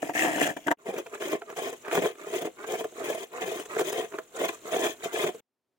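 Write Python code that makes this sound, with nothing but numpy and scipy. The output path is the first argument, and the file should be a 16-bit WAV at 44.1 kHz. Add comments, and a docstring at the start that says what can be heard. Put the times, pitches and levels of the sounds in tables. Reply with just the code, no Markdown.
"""Coconut on a kitchen grater

Half a coconut is worked over the toothed blade of a kitchen grater, nearly three strokes a second.
The teeth tear fibres (bright crackle), rub on the flesh (dry rasp) and stick and slip, so the shell judders.
One harder scrape is heard from close by; the steady strokes follow from another spot and stop abruptly.
Random snaps excite resonances of shell, blade and fibres; filtered noise adds a faint hiss and hush."""
import sys
import numpy as np
from scipy import signal
from scipy.fft import rfft, irfft
from scipy.io import wavfile
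from scipy.ndimage import uniform_filter1d

SR = 44100
rng = np.random.default_rng(int(sys.argv[2]) if len(sys.argv) > 2 else 0)


def inscribe(sig):
    """Save sig as 16-bit PCM at rate SR to the path in sys.argv[1].

    A 1-D sig is mono; a 2-D sig holds one channel per row.
    Samples are clipped to [-1, 1] before scaling.
    """
    pcm = np.round(np.clip(np.atleast_2d(sig).T, -1, 1) * 32767)
    wavfile.write(sys.argv[1], SR, pcm.astype(np.int16))


N = 254898
TIME = np.arange(N) / SR

# Levels in the tables are relative: the layers that use them add gains of their own.
NEAR_SPAN_S, GRATING_SPAN_S, BRUSH_SPAN_S = (0, .731), (.772, 5.406), (.785, 5.4)

# a tooth catches and lets go: (time [s], shell level [dB], blade level [dB], fibre level [dB])
NEAR_CATCHES = [(0.0221, -54, -41, -36), (0.0286, -20, -21.5, -38), (0.0953, -26, -22.5, -45),
                (0.152, -26, -30, -41), (0.161, -29, -31, -35), (0.2824, -21, -23, -33),
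                (0.362, -24, -24, -30.5), (0.382, -27, -19.5, -37), (0.4006, -23.5, -26.5, -27),
                (0.415, -15.5, -18, -25), (0.4754, -23.5, -23, -30), (0.506, -31.5, -37, -35),
                (0.5694, -48, -27.5, -47), (0.6721, -28, -39.5, -32), (0.6826, -19.5, -9.5, -38),
                (0.714, -23, -10.5, -31), (0.7226, -26, -16, -38)]
CATCHES = [(0.868, -33, -36, -44), (0.889, -21, -50, -39), (0.9409, -23, -30.5, -37),
           (0.965, -26.5, -27.5, -53), (0.986, -32, -24, -27.5), (1.066, -32.5, -27.5, -41),
           (1.153, -44, -26.5, -39), (1.178, -37.5, -36, -64), (1.2235, -26, -20.5, -38),
           (1.332, -15, -31, -40), (1.42, -30, -24, -66), (1.502, -31, -27, -38), (1.528, -37, -34, -55),
           (1.569, -35, -27.5, -33), (1.5826, -23.5, -32, -44), (1.849, -43.5, -28.5, -53.5),
           (1.864, -36.5, -28.5, -52), (1.8826, -25.5, -21, -38), (1.915, -34, -16.5, -37),
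           (1.9532, -29, -17, -19), (1.976, -12, -29, -40), (2.0374, -16.5, -35, -33),
           (2.0581, -12.5, -16, -31), (2.155, -41, -39, -47), (2.271, -28, -42, -46),
           (2.339, -25.5, -24.5, -39.5), (2.4215, -23, -40, -30), (2.428, -22.5, -33, -37),
           (2.451, -22.5, -26, -55), (2.4728, -23.5, -30, -53), (2.644, -32.5, -24.5, -51.5),
           (2.687, -30.5, -40, -48), (2.722, -23, -36, -28), (2.8093, -22.5, -32, -40),
           (2.844, -25.5, -24.5, -30.5), (2.924, -38, -45, -58), (3.034, -37, -29, -40.5),
           (3.087, -25.5, -34, -44), (3.1028, -17.5, -38, -26), (3.149, -22.5, -45, -30),
           (3.428, -30, -30, -45), (3.4793, -22, -26.5, -29.5), (3.518, -21, -42, -30),
           (3.599, -28, -28, -29), (3.658, -36, -32, -34.5), (3.766, -16.5, -21, -36),
           (3.7948, -28.5, -15, -24), (3.8115, -14.5, -21, -25.5), (3.929, -19.5, -26, -25),
           (4.124, -41, -31, -47), (4.142, -30, -27.5, -52), (4.1875, -24, -18.5, -36),
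           (4.414, -19, -35, -35), (4.4499, -20.5, -25, -34.5), (4.4927, -24, -32, -45),
           (4.731, -18.5, -23, -36), (4.7452, -17.5, -21.5, -39), (4.763, -18.5, -31, -43),
           (4.794, -21, -37, -37), (4.855, -19, -22, -25), (4.869, -28.5, -18.5, -33.5),
           (5.058, -20.5, -31, -47), (5.174, -20.5, -33.5, -34), (5.2402, -16, -18, -31.5),
           (5.249, -19.5, -27, -43.5), (5.29, -21, -32, -47), (5.3476, -30, -38, -49)]
CATCH_VARY_OCT, CATCH_VARY_DB = 0.047, 2.5   # spread of each resonance from catch to catch
# the hardest pushes thump the grater's base: (time [s], level [dB])
THUMPS = [(0.883, -25), (1.948, -24), (1.972, -15.5), (3.432, -27), (4.743, -30)]

# the long close scrape: (time [s], shell level [dB], blade level [dB], fibre level [dB])
NEAR_PUSH = [(0.134, -60, -52, -49), (0.153, -33, -31, -39.5), (0.195, -33, -29, -32.5),
             (0.255, -24.5, -27.5, -34.5), (0.269, -26.5, -33.5, -41), (0.327, -33, -34, -41),
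             (0.397, -34, -38.5, -39), (0.419, -30.5, -21, -37.5), (0.428, -28, -29.5, -30.5),
             (0.509, -33.5, -37, -46), (0.544, -52, -62, -59)]
# brief rubs while the shell is set on the blade and taken off:
# (time [s], length [s], shell level [dB], blade level [dB], fibre level [dB])
NEAR_RUBS = [(0.022, 0.056, -39.5, -47.5, -47.5), (0.087, 0.019, -32.5, -45, -49),
             (0.566, 0.011, -37, -49, -52), (0.667, 0.017, -29.5, -34.5, -48), (0.707, 0.01, -24, -29, -41)]
# the teeth bite into the flesh; a forward stroke stalls and goes on in surges:
# (time [s], length [s], shell level [dB], blade level [dB], fibre level [dB], change start to end [dB])
BITES = [(0.859, 0.045, -33, -46, -47.5, 5.5), (0.931, 0.07, -30.5, -44.5, -49, 5.5),
         (1.206, 0.051, -31, -40.5, -40, 5), (1.26, 0.072, -30, -40, -40, 9.5),
         (1.352, 0.022, -30, -45.5, -50.5, -15), (1.571, 0.13, -30, -41.5, -39.5, -1.5),
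         (1.73, 0.015, -30.5, -47, -47, -6.5), (1.921, 0.071, -21, -33, -35, 1.5),
         (2.022, 0.06, -25.5, -37, -38, -4), (2.088, 0.031, -33, -45.5, -49, -8.5),
         (2.273, 0.056, -37, -47.5, -47, 3), (2.336, 0.051, -24.5, -38, -36.5, -0.5),
         (2.414, 0.012, -31.5, -40.5, -39.5, -5), (2.455, 0.02, -32, -42, -42.5, -12),
         (2.675, 0.083, -28, -40.5, -40, 4), (2.776, 0.03, -31.5, -44, -40.5, 8),
         (2.854, 0.014, -32.5, -54, -57, -17), (3.006, 0.017, -29.5, -63, -65, 0),
         (3.044, 0.11, -32, -39.5, -40.5, -5.5), (3.174, 0.066, -35.5, -46.5, -42.5, 0),
         (3.411, 0.03, -27.5, -37, -39.5, -1.5), (3.462, 0.084, -33, -42.5, -41.5, -5),
         (3.547, 0.08, -34, -44, -42.5, -4.5), (3.787, 0.025, -23.5, -37, -37, 0.5),
         (3.849, 0.053, -27.5, -40, -35, 2), (3.926, 0.086, -27, -40.5, -38.5, 2),
         (4.031, 0.016, -32, -45, -46, 1), (4.393, 0.064, -25.5, -37, -37, 7),
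         (4.485, 0.0082, -30, -34.5, -35.5, -2), (4.72, 0.066, -28, -38.5, -36.5, -4),
         (4.79, 0.077, -25.5, -36, -34, 7.5), (4.876, 0.051, -34.5, -44.5, -40, -5.5),
         (5.035, 0.011, -31.5, -42.5, -36, 11), (5.131, 0.11, -26, -36.5, -34.5, 6.5),
         (5.266, 0.012, -24, -36, -35.5, 5)]
# the shell slides lightly over the teeth between bites:
# (time [s], length [s], shell level [dB], blade level [dB], fibre level [dB])
RETURNS = [(1.135, 0.021, -31.5, -40, -48), (1.472, 0.057, -37.5, -45.5, -65),
           (1.849, 0.085, -41, -42.5, -63), (2.187, 0.077, -38.5, -44.5, -52.5),
           (2.586, 0.07, -36.5, -41.5, -55), (2.97, 0.054, -34, -43.5, -48.5),
           (3.33, 0.064, -32, -39, -48.5), (3.704, 0.12, -35.5, -38.5, -46.5),
           (4.134, 0.029, -32.5, -44, -57), (4.351, 0.04, -32, -40, -42.5), (4.529, 0.021, -40, -45.5, -45),
           (4.654, 0.05, -34.5, -42.5, -45.5), (5.008, 0.11, -45.5, -45, -54)]
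# shape of each kind of movement: (attack [dB/s], release [dB/s], rise of the middle above the ends [dB])
BITE_SHAPE, RETURN_SHAPE, RUB_SHAPE = (1200, 680, 1.4), (650, 730, 2.7), (5060, 630, 0.82)
# brushing between strokes: (shell level [dB], blade level [dB], fibre level [dB])
NEAR_BRUSH_DB, BRUSH_DB = (-58, -69.5, -59), (-56, -64.5, -57)
# moments when the shell is lifted clear: (time [s])
LIFTS = [1.435, 2.14, 2.55, 3.285, 4.29]
LIFT_S, LIFT_DB = 0.08, 5   # half length and depth of the lull
# within a bite the shell lurches from tooth to tooth, and blade and fibres follow in part
LURCHES_PER_S, LURCH_DB, RASP_LURCH_DB = 76, 1.98, 0.52

# Resonances, all as (frequency [Hz], width [Hz], left level [dB], right level [dB])
# the hollow shell, the blade and the tearing fibres, from close by
NEAR_SHELL = [(190, 128, -8.5, -11.5), (315.8, 74, 1.5, 3), (422, 260, -1.5, -23.5), (677, 143, 1, 4),
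              (847, 370, -7.5, -30)]
NEAR_BLADE = [(1250, 880, -10, -10), (1782, 300, 11, 7.5), (2080, 195, 6.5, -10.5),
              (2410, 330, -10.5, -5.5)]
NEAR_FIBRE = [(2645, 1110, 2.5, -6), (3750, 200, -20, -14.5), (5000, 270, -27, -6.5),
              (6050, 670, -2.5, -19.5), (7060, 1300, -3.5, -2.5), (8700, 2900, -28.5, -6),
              (11400, 7000, -11.5, -24.5), (15771.0, 3300, -7, -13.5)]
# the knock of the shell's rim on the blade, and the thin ring of the teeth, from close by
NEAR_RIM = [(920, 115, 11, 8), (1266, 380, -12, 0), (1670, 250, 10.5, -3), (2060, 180, -9.5, -19),
            (2800, 1000, -12.5, -22)]
NEAR_TEETH = [(2860, 320, 0.0062, -2)]
# shell, blade, fibres and woody rim knock in the steady strokes
SHELL = [(136.3, 110, -32.5, -33.5), (181.8, 31, -17.5, -20.5), (254, 44, -14, -26), (361.2, 84, -6, -6.5),
         (429, 85, 0, -3), (500, 31, -7.5, -18), (636, 56.5, -8, -4), (687.3, 59, -13.5, -2.5),
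         (930, 430, -23, -27.5)]
BLADE = [(1090, 320, 1.5, 0), (1473, 95, -3.5, -1.5), (1820, 710, -0.5, 1.5), (2095, 17, 9, -37.5),
         (2444, 450, 4.5, -3)]
FIBRE = [(3194, 460, 4.5, -5), (3650, 1180, -5, -25.5), (5060, 758, -11, -11), (6440, 1180, -1, -14),
         (7500, 1900, -30.5, -4), (9820, 2640, -9.5, -13), (12820, 2541.0, -23, -21.5),
         (17800, 6400, -2.5, -9.5)]
RIM = [(885, 160, -2, -25), (1140, 970, 5.5, 7), (1660, 120, -15.5, 7.5), (2430, 380, 0, 0.5)]
# the grater's base
BASE = [(132, 23, -22.5, -16), (190, 25, 10, 7), (254, 140, -2.5, -8)]
# the light slide, the shell's hollow during it, and its thin wet hiss
SLIDE = [(1150, 900, 1, 2), (2030, 540, -3.5, 1), (2465, 500, -1.5, -23)]
HOLLOW = [(1260, 390, -7.5, 0.0013)]
WET_HISS = [(3310, 960, 1.5, -9.5), (3920, 820, -2, -4), (6630, 2100, 2, -4), (7440, 1600, -10.5, 3),
            (9800, 2500, -12, -10.5), (12700, 3700, -8.5, -13.5), (15500, 2840, -5.5, -15)]
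# chips of flesh that break off under load; each chip rings at one of these
CHIPS = [(961, 370, 4, -0.5), (1396, 150, -5.5, -5.5), (1770, 160, 4.5, 1), (2120, 170, 5.5, 0.5),
         (2500, 190, 4, 0), (2880, 200, -3.5, -11.5), (3263, 220, 1.5, -8), (3690, 240, -1, -6)]
# the teeth on the bare, less damped shell
BARE = [(700, 100, 4, 6.5), (796, 210, -7, 0), (1792, 360, 0, -3.5), (2500, 380, -7, -6.5),
        (3410, 530, 0.5, -6.5)]
# thin wet rustle of the shreds
SQUISH = [(7160, 900, 2.5, -4.5), (9860, 1300, 0, -5.5)]

NEAR_SINK_OCT_PER_S = 0.27   # the blade's ring sinks through the close scrape
NEAR_TEETH_RISE_OCT_PER_S, NEAR_TEETH_DB = 0.93, -4.5   # the teeth's ring climbs; gain against the fibres
SLIDE_RISE_OCT_PER_S, SLIDE_RANGE_OCT = 3.4, 0.15   # the hollow ring rises as the shell is drawn back
SHELL_WANDER_OCT = .08   # the shell's ring wanders as the grip on it changes
FIBRE_WANDER_OCT = .04   # the colour of the close tearing wanders as the shell turns
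FLICKER_PER_S = 60   # how fast the colour of the tearing changes
CHIPS_PER_S, CHIP_DB = 700, -4.5   # gain against the blade's rasp
# as the flesh wears thin the teeth reach the hard shell: (from [s], full by [s])
BARE_SPAN_S, BARE_DB = (3.44, 4.12), -1
SQUISH_DB, SQUISH_FOLLOWS, SQUISH_WANDER_OCT = -27.5, 0.63, 0.055   # gain, share of the fibres' swing, wander

# spectra of the faint hiss under the strokes and of the hush: (frequency [Hz], level per Hz [dB])
HISS = [(40, -4), (400, 15), (700, 2), (1500, -0.5), (3000, 2.5), (4700, -33), (7200, -12.5), (9000, -25.5),
        (13000, -11.5), (16000, -8)]
HUSH = [(24, -55.5), (40, -20), (262, -3.5), (312, -6.5), (382, -0.5), (433, -6), (1210, -14),
        (1590, -17.5), (16000, -30.5)]
HISS_DB, HUSH_DB, HUSH_SWELL_DB_PER_S = -58.5, -93.5, 24
OPENING_DB, OPENING_S = 13.5, .2   # how low the hiss starts, and time constant of its rise
# weak early echoes: (delay [s])
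ECHO_DELAYS_S = (.0013, .0029, .0047)
CUTOFF_HZ = 15950


def from_db(db):
    """Logarithmic level: decibels to amplitude gain."""
    return 10 ** (np.asarray(db) / 20)


def rms_one(x):
    """Mean-square normalisation: scale to unit power."""
    return x / np.sqrt(np.mean(x ** 2) + 1e-20)


def during(span):
    """Gating: one inside the span, zero outside, with short ramps."""
    inside = (TIME >= span[0]) & (TIME < span[1])
    return uniform_filter1d(inside * 1., size=128)


def drift(rate):
    """Band-limited randomness: chance values joined by straight lines, with spread 1."""
    knots = rng.standard_normal(4096)
    return rms_one(np.interp(TIME * rate, np.arange(len(knots)), knots))


def air(spectrum, apart):
    """Spectral shaping: white noise filtered to a given colour, partly shared by both sides; unit power."""
    hz, db = np.transpose(spectrum)
    log_hz = np.log(np.fft.rfftfreq(N, 1 / SR) + 1)
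    gain = from_db(np.interp(log_hz, np.log(hz), db))
    white = rng.standard_normal(N) + apart * rng.standard_normal((2, N))
    return rms_one(irfft(rfft(white) * gain, N))


def touching():
    """Loss of contact: gain of light contact and hiss, which die down while the shell is lifted clear."""
    lifted = sum(np.exp(-((TIME - s) / LIFT_S) ** 2) for s in LIFTS)
    return from_db(-LIFT_DB * lifted)


def opening():
    """Exponential approach: gain of the hiss and the light fibre sound as the steady strokes begin."""
    since_start = (TIME - GRATING_SPAN_S[0]).clip(0)
    return from_db(-OPENING_DB * np.exp(-since_start / OPENING_S))


def response(modes, size=2048):
    """Modal resonance: minimum-phase impulse response at the left and right microphone, mean energy one."""
    hz = np.fft.rfftfreq(size, 1 / SR)[:, None] + 1
    centre, width = np.transpose(modes)[:2]
    detuning = (hz ** 2 - centre ** 2) / (hz * width)
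    shapes = 1 / (1 + detuning ** 2) ** 2
    power = shapes @ from_db(np.array(modes)[:, 2:]) ** 2
    cepstrum = irfft(np.log(power.T + 1e-9) / 2)
    cepstrum[:, 1:size // 2] *= 2      # minimum phase: nothing rings before the blow
    cepstrum[:, size // 2 + 1:] = 0
    return rms_one(irfft(np.exp(rfft(cepstrum)))) / np.sqrt(size)


def ring(force, modes):
    """Linear response: convolve a force with the impulse response of the resonances."""
    return signal.oaconvolve(np.atleast_2d(force), response(modes), axes=1)[:, :N]


def grains(per_s, spread_db, apart):
    """Shot noise: random snaps of uneven size; apart sets how differently each reaches the two sides."""
    born = rng.random(N) < per_s / SR
    size = from_db(spread_db * np.minimum(rng.exponential(1, N), 4))
    signs = rng.choice([-1, 1], N) + apart * rng.standard_normal((2, N))
    snaps = born * size * signs
    # divide by the short-term level, so chance clusters of snaps do not stand out
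    power = uniform_filter1d(np.mean(snaps ** 2, axis=0), size=1300).clip(0)
    return snaps / np.sqrt(power + 1e-9)


def stick_slip(rate, depth_db):
    """Stick-slip friction: the grip of the teeth tightens and gives way unevenly; power held near one."""
    grip = from_db(depth_db * drift(rate))
    return grip / np.sqrt(uniform_filter1d(grip ** 2, size=2000))


def even_level(sound):
    """Level evening: divide a sound by its own short-term level, so the envelopes alone set its loudness."""
    power = uniform_filter1d(np.mean(sound ** 2, axis=0), size=1100)
    return sound / np.sqrt(np.abs(power) + 1e-6)


def glide(sound, octaves):
    """Variable-rate reading: shift a sound by a changing number of octaves."""
    at = np.cumsum(2 ** octaves) % N
    return np.array([np.interp(at, np.arange(N), side) for side in sound])


def one_by_one(force, modes, flicker_db):
    """Independent modes: each snap rings just one resonance, and each resonance swells and fades by itself."""
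    dealt = rng.integers(0, len(modes), N)
    energy = np.array([width * np.sum(from_db(sides) ** 2) for _, width, *sides in modes])
    gains = np.sqrt(energy / energy.mean())
    total = 0
    for k, mode in enumerate(modes):
        share = force * (dealt == k) * stick_slip(FLICKER_PER_S, flicker_db)
        total = total + gains[k] * ring(share, [mode])
    return total


def catches(times, level_db, modes, crumble, crumble_s, build_s=0.0012):
    """Impulsive release: fibres start to give, the tooth lets go and crumbling follows, each time recoloured."""
    out = np.zeros((2, N + SR))
    lead = 512   # samples before the release
    age = (np.arange(3 * lead) - lead) / SR
    envelope = np.exp(np.minimum(age / build_s, -age / crumble_s))
    scale = np.hypot(1, crumble) / np.abs(response(modes)).max()
    for s, db in zip(times, level_db):
        crumbs = rng.standard_normal(len(age)) * envelope
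        blow = crumble * crumbs / np.linalg.norm(crumbs)
        blow[lead] += 1
        own = np.array(modes, float)   # each spot of contact has its own colour
        own[:, 0] *= 2 ** (CATCH_VARY_OCT * rng.standard_normal(len(own)))
        own[:, 2:] += CATCH_VARY_DB * rng.standard_normal((len(own), 1))
        sound = signal.fftconvolve(blow[None], response(own), axes=1)
        at, length = round(s * SR) - lead, sound.shape[1]
        out[:, at:at + length] += from_db(db) * scale * rms_one(sound) / np.sqrt(length)
    return out[:, :N]


def left_late(x, lag_s):
    """Interaural delay: the source lies a little nearer the right microphone."""
    return np.array([np.interp(TIME - lag_s, TIME, x[0]), x[1]])


def off_the_plate(x, strength, swing_s):
    """Comb filtering: plate, grater and hands return weak echoes whose delays shift, so the colour wanders."""
    out = x
    for delay_s in ECHO_DELAYS_S:
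        echo_time = TIME - delay_s - swing_s * drift(rate=9)
        echo = np.array([np.interp(echo_time, TIME, side) for side in x])
        out = out + strength * echo
    return out / np.sqrt(1 + len(ECHO_DELAYS_S) * strength ** 2)


def kitchen(x, t60, wet_db):
    """Reverberation: the walls return a short, dull tail, different on each side."""
    age = np.arange(16384) / SR
    tail = rng.standard_normal((2, len(age))) * from_db(-60 * age / t60) * (age > .004)
    tail = signal.sosfilt(signal.butter(1, 5000, fs=SR, output="sos"), tail)
    tail /= np.linalg.norm(tail, axis=1, keepdims=True)
    return x + from_db(wet_db) * signal.oaconvolve(x, tail, axes=1)[:, :N]


def stroke(start_s, length_s, levels_db, shape, change_db=0):
    """Envelope of one movement: shell, blade and fibre power in attack, a hold that leans and arches, release."""
    attack_db_per_s, release_db_per_s, arch_db = shape
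    along = np.clip((TIME - start_s) / length_s, 0, 1) - .5
    hold_db = change_db * along - arch_db * (2 * along) ** 2
    attack_db = attack_db_per_s * (start_s - TIME).clip(0)
    release_db = release_db_per_s * (TIME - start_s - length_s).clip(0)
    envelope = from_db(np.maximum(hold_db - attack_db - release_db, -120))
    return np.outer(from_db(levels_db), envelope) ** 2


def light_contact(moves, shape, brush_db, span):
    """Addition of powers: the light movements and the brushing between them."""
    brushing = np.outer(from_db(brush_db), during(span)) ** 2
    return brushing + sum(stroke(s, length, levels, shape) for s, length, *levels in moves)


def near_gains():
    """Amplitude from summed power: shell, blade and fibre sound in the close scrape and the rubs around it."""
    s, *levels = np.transpose(NEAR_PUSH)
    push = from_db([np.interp(TIME, s, db) for db in levels]) * during((s[0], s[-1]))
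    return np.sqrt(push ** 2 + light_contact(NEAR_RUBS, RUB_SHAPE, NEAR_BRUSH_DB, NEAR_SPAN_S))


def into_push():
    """Time origin: seconds from the middle of the close scrape, held at its ends."""
    start, end = NEAR_PUSH[0][0], NEAR_PUSH[-1][0]
    return np.clip(TIME, start, end) - (start + end) / 2


def near_scrape():
    """Friction-driven resonance: one long hard scrape, with knocks of the shell before, during and after."""
    shell, blade, fibre = near_gains()
    grip = stick_slip(rate=190, depth_db=-1.5)

    judder = even_level(ring(grip * grains(700, spread_db=3.0, apart=.45), NEAR_SHELL))
    judder = shell * glide(judder, SHELL_WANDER_OCT * drift(rate=12))

    rubbing = ring(grains(700, spread_db=1.5, apart=0.46), NEAR_BLADE)
    rasp = blade * grip * glide(rubbing, -NEAR_SINK_OCT_PER_S * into_push())
    teeth = ring(grains(1700, spread_db=11.5, apart=0.57), NEAR_TEETH)
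    teeth = glide(teeth, NEAR_TEETH_RISE_OCT_PER_S * into_push())
    rasp += from_db(NEAR_TEETH_DB) * fibre * grip * teeth

    tearing = one_by_one(grains(14000, spread_db=-0.5, apart=1.7), NEAR_FIBRE, flicker_db=1.7)
    tearing = fibre * grip * glide(tearing, FIBRE_WANDER_OCT * drift(rate=14))
    tearing = off_the_plate(tearing, strength=0.37, swing_s=.0001)

    s, shell_db, blade_db, fibre_db = np.transpose(NEAR_CATCHES)
    knocks = from_db(2.5) * catches(s, shell_db, NEAR_SHELL, crumble=0.89, crumble_s=0.0062)
    knocks += from_db(-3.5) * catches(s, blade_db, NEAR_RIM, crumble=0.55, crumble_s=0.0036)
    knocks += from_db(1.0) * catches(s, fibre_db, NEAR_FIBRE, crumble=3.6, crumble_s=0.0016)

    dry = judder + from_db(0.5) * left_late(rasp, lag_s=0.0002) + from_db(3.0) * tearing + knocks
    return kitchen(dry * during(NEAR_SPAN_S), t60=0.035, wet_db=-19.5)


def grating_gains():
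    """Amplitude from summed power: shell, blade and fibre sound, and the share of the rasp that is sliding."""
    biting = sum(stroke(s, length, levels, BITE_SHAPE, change_db) for s, length, *levels, change_db in BITES)
    lurch = from_db(np.outer([LURCH_DB, RASP_LURCH_DB, RASP_LURCH_DB], drift(LURCHES_PER_S)))
    light = light_contact(RETURNS, RETURN_SHAPE, BRUSH_DB, BRUSH_SPAN_S) * touching() ** 2
    light[2] *= opening() ** 2   # fibres only
    total = biting * lurch ** 2 + light
    return np.sqrt(total), light[1] / total[1]


def slide_pitch():
    """Cavity tuning: octaves of the hollow ring about its mean as it climbs through each return."""
    middles = np.array([s + length / 2 for s, length, *_ in RETURNS])
    nearest = middles[np.searchsorted((middles[1:] + middles[:-1]) / 2, TIME)]
    return np.clip(SLIDE_RISE_OCT_PER_S * (TIME - nearest), -SLIDE_RANGE_OCT, SLIDE_RANGE_OCT)


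def grating_rasp(blade, grip, slide, bite):
    """Friction on flesh, chips and bare shell: rubbing shares the shell's grip; slides skid on their own."""
    rubbing = grip * grains(2200, spread_db=1.1, apart=.7)
    chips = one_by_one(grains(CHIPS_PER_S, spread_db=2.0, apart=.5), CHIPS, flicker_db=3.0)
    skidding = stick_slip(rate=37, depth_db=3.0) * grains(600, spread_db=1.0, apart=0.67)
    rasp = ring(blade * bite * rubbing, BLADE)
    rasp += from_db(CHIP_DB) * blade * bite * glide(chips, 0.067 * drift(rate=18))
    rasp += from_db(-0.5) * one_by_one(blade * slide * skidding, SLIDE, flicker_db=0.0)
    rasp += from_db(-3.5) * blade * slide * glide(ring(skidding, HOLLOW), slide_pitch())
    bare = from_db(BARE_DB) * np.interp(TIME, BARE_SPAN_S, [0, 1])
    harsh = grip * grains(2600, spread_db=1.0, apart=0.88)
    return rasp + ring(bare * blade * bite * harsh, BARE)


def grating_tearing(fibre, slide, bite):
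    """Fracture noise: fibres crackle in the bites, hiss wetly in the slides, and shreds rustle."""
    crackle = fibre * stick_slip(rate=150, depth_db=1.5) * grains(14000, spread_db=1.56, apart=3.6)
    tearing = one_by_one(bite * crackle, FIBRE, flicker_db=2.5)
    tearing += one_by_one(slide * crackle, WET_HISS, flicker_db=4.5)
    squish = ring(grains(3000, spread_db=2.0, apart=2.6), SQUISH)
    squish = glide(squish, SQUISH_WANDER_OCT * drift(rate=19))
    swing = fibre ** SQUISH_FOLLOWS * stick_slip(rate=91, depth_db=6)
    return tearing + from_db(SQUISH_DB) * swing * squish


def grating():
    """Common excitation: in stroke after stroke one uneven grip drives the shell's judder and the blade's rasp."""
    (shell, blade, fibre), sliding = grating_gains()
    slide, bite = np.sqrt(sliding), np.sqrt(1 - sliding)
    grip = stick_slip(rate=130, depth_db=2.5)

    judder = even_level(ring(grip * grains(900, spread_db=2.5, apart=0.084), SHELL))
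    judder = shell * glide(judder, SHELL_WANDER_OCT * drift(rate=22))
    rasp = grating_rasp(blade, grip, slide, bite)
    tearing = grating_tearing(fibre, slide, bite)

    s, shell_db, blade_db, fibre_db = np.transpose(CATCHES)
    thuds = from_db(-3.5) * catches(s, shell_db, SHELL, crumble=1.06, crumble_s=0.0071, build_s=.004)
    thuds += from_db(-10.0) * catches(*np.transpose(THUMPS), BASE, crumble=0.062, crumble_s=0.0053)
    clacks = from_db(-4.0) * catches(s, blade_db, RIM, crumble=1.32, crumble_s=0.0045, build_s=.003)
    snaps = from_db(-1.0) * catches(s, fibre_db, FIBRE, crumble=4.0, crumble_s=0.0055, build_s=.005)

    body = from_db(-5.0) * judder + thuds + clacks
    edge = left_late(from_db(-0.75) * rasp, lag_s=0.00019) + from_db(-0.5) * tearing + snaps
    dry = left_late(body, lag_s=.00008) + off_the_plate(edge, strength=0.36, swing_s=0.000396)
    return kitchen(dry, t60=0.15, wet_db=-18.5) * during(GRATING_SPAN_S)


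def scene():
    """Superposition: both bouts of grating over a faint background, which swells a little at the end."""
    hiss_gain = during(NEAR_SPAN_S) + opening() * during(GRATING_SPAN_S)
    hiss = from_db(HISS_DB) * air(HISS, apart=0.47) * hiss_gain * touching()
    hush_db = HUSH_DB + HUSH_SWELL_DB_PER_S * (TIME - GRATING_SPAN_S[1]).clip(0)
    hush = from_db(hush_db) * air(HUSH, apart=.5)
    return near_scrape() + grating() + hiss + hush


def record(dry):
    """Low-pass filtering: an elliptic filter cuts the top steeply."""
    return signal.sosfilt(signal.ellip(12, .2, 80, CUTOFF_HZ, fs=SR, output="sos"), dry)


dry = scene()
out = record(dry)
inscribe(out)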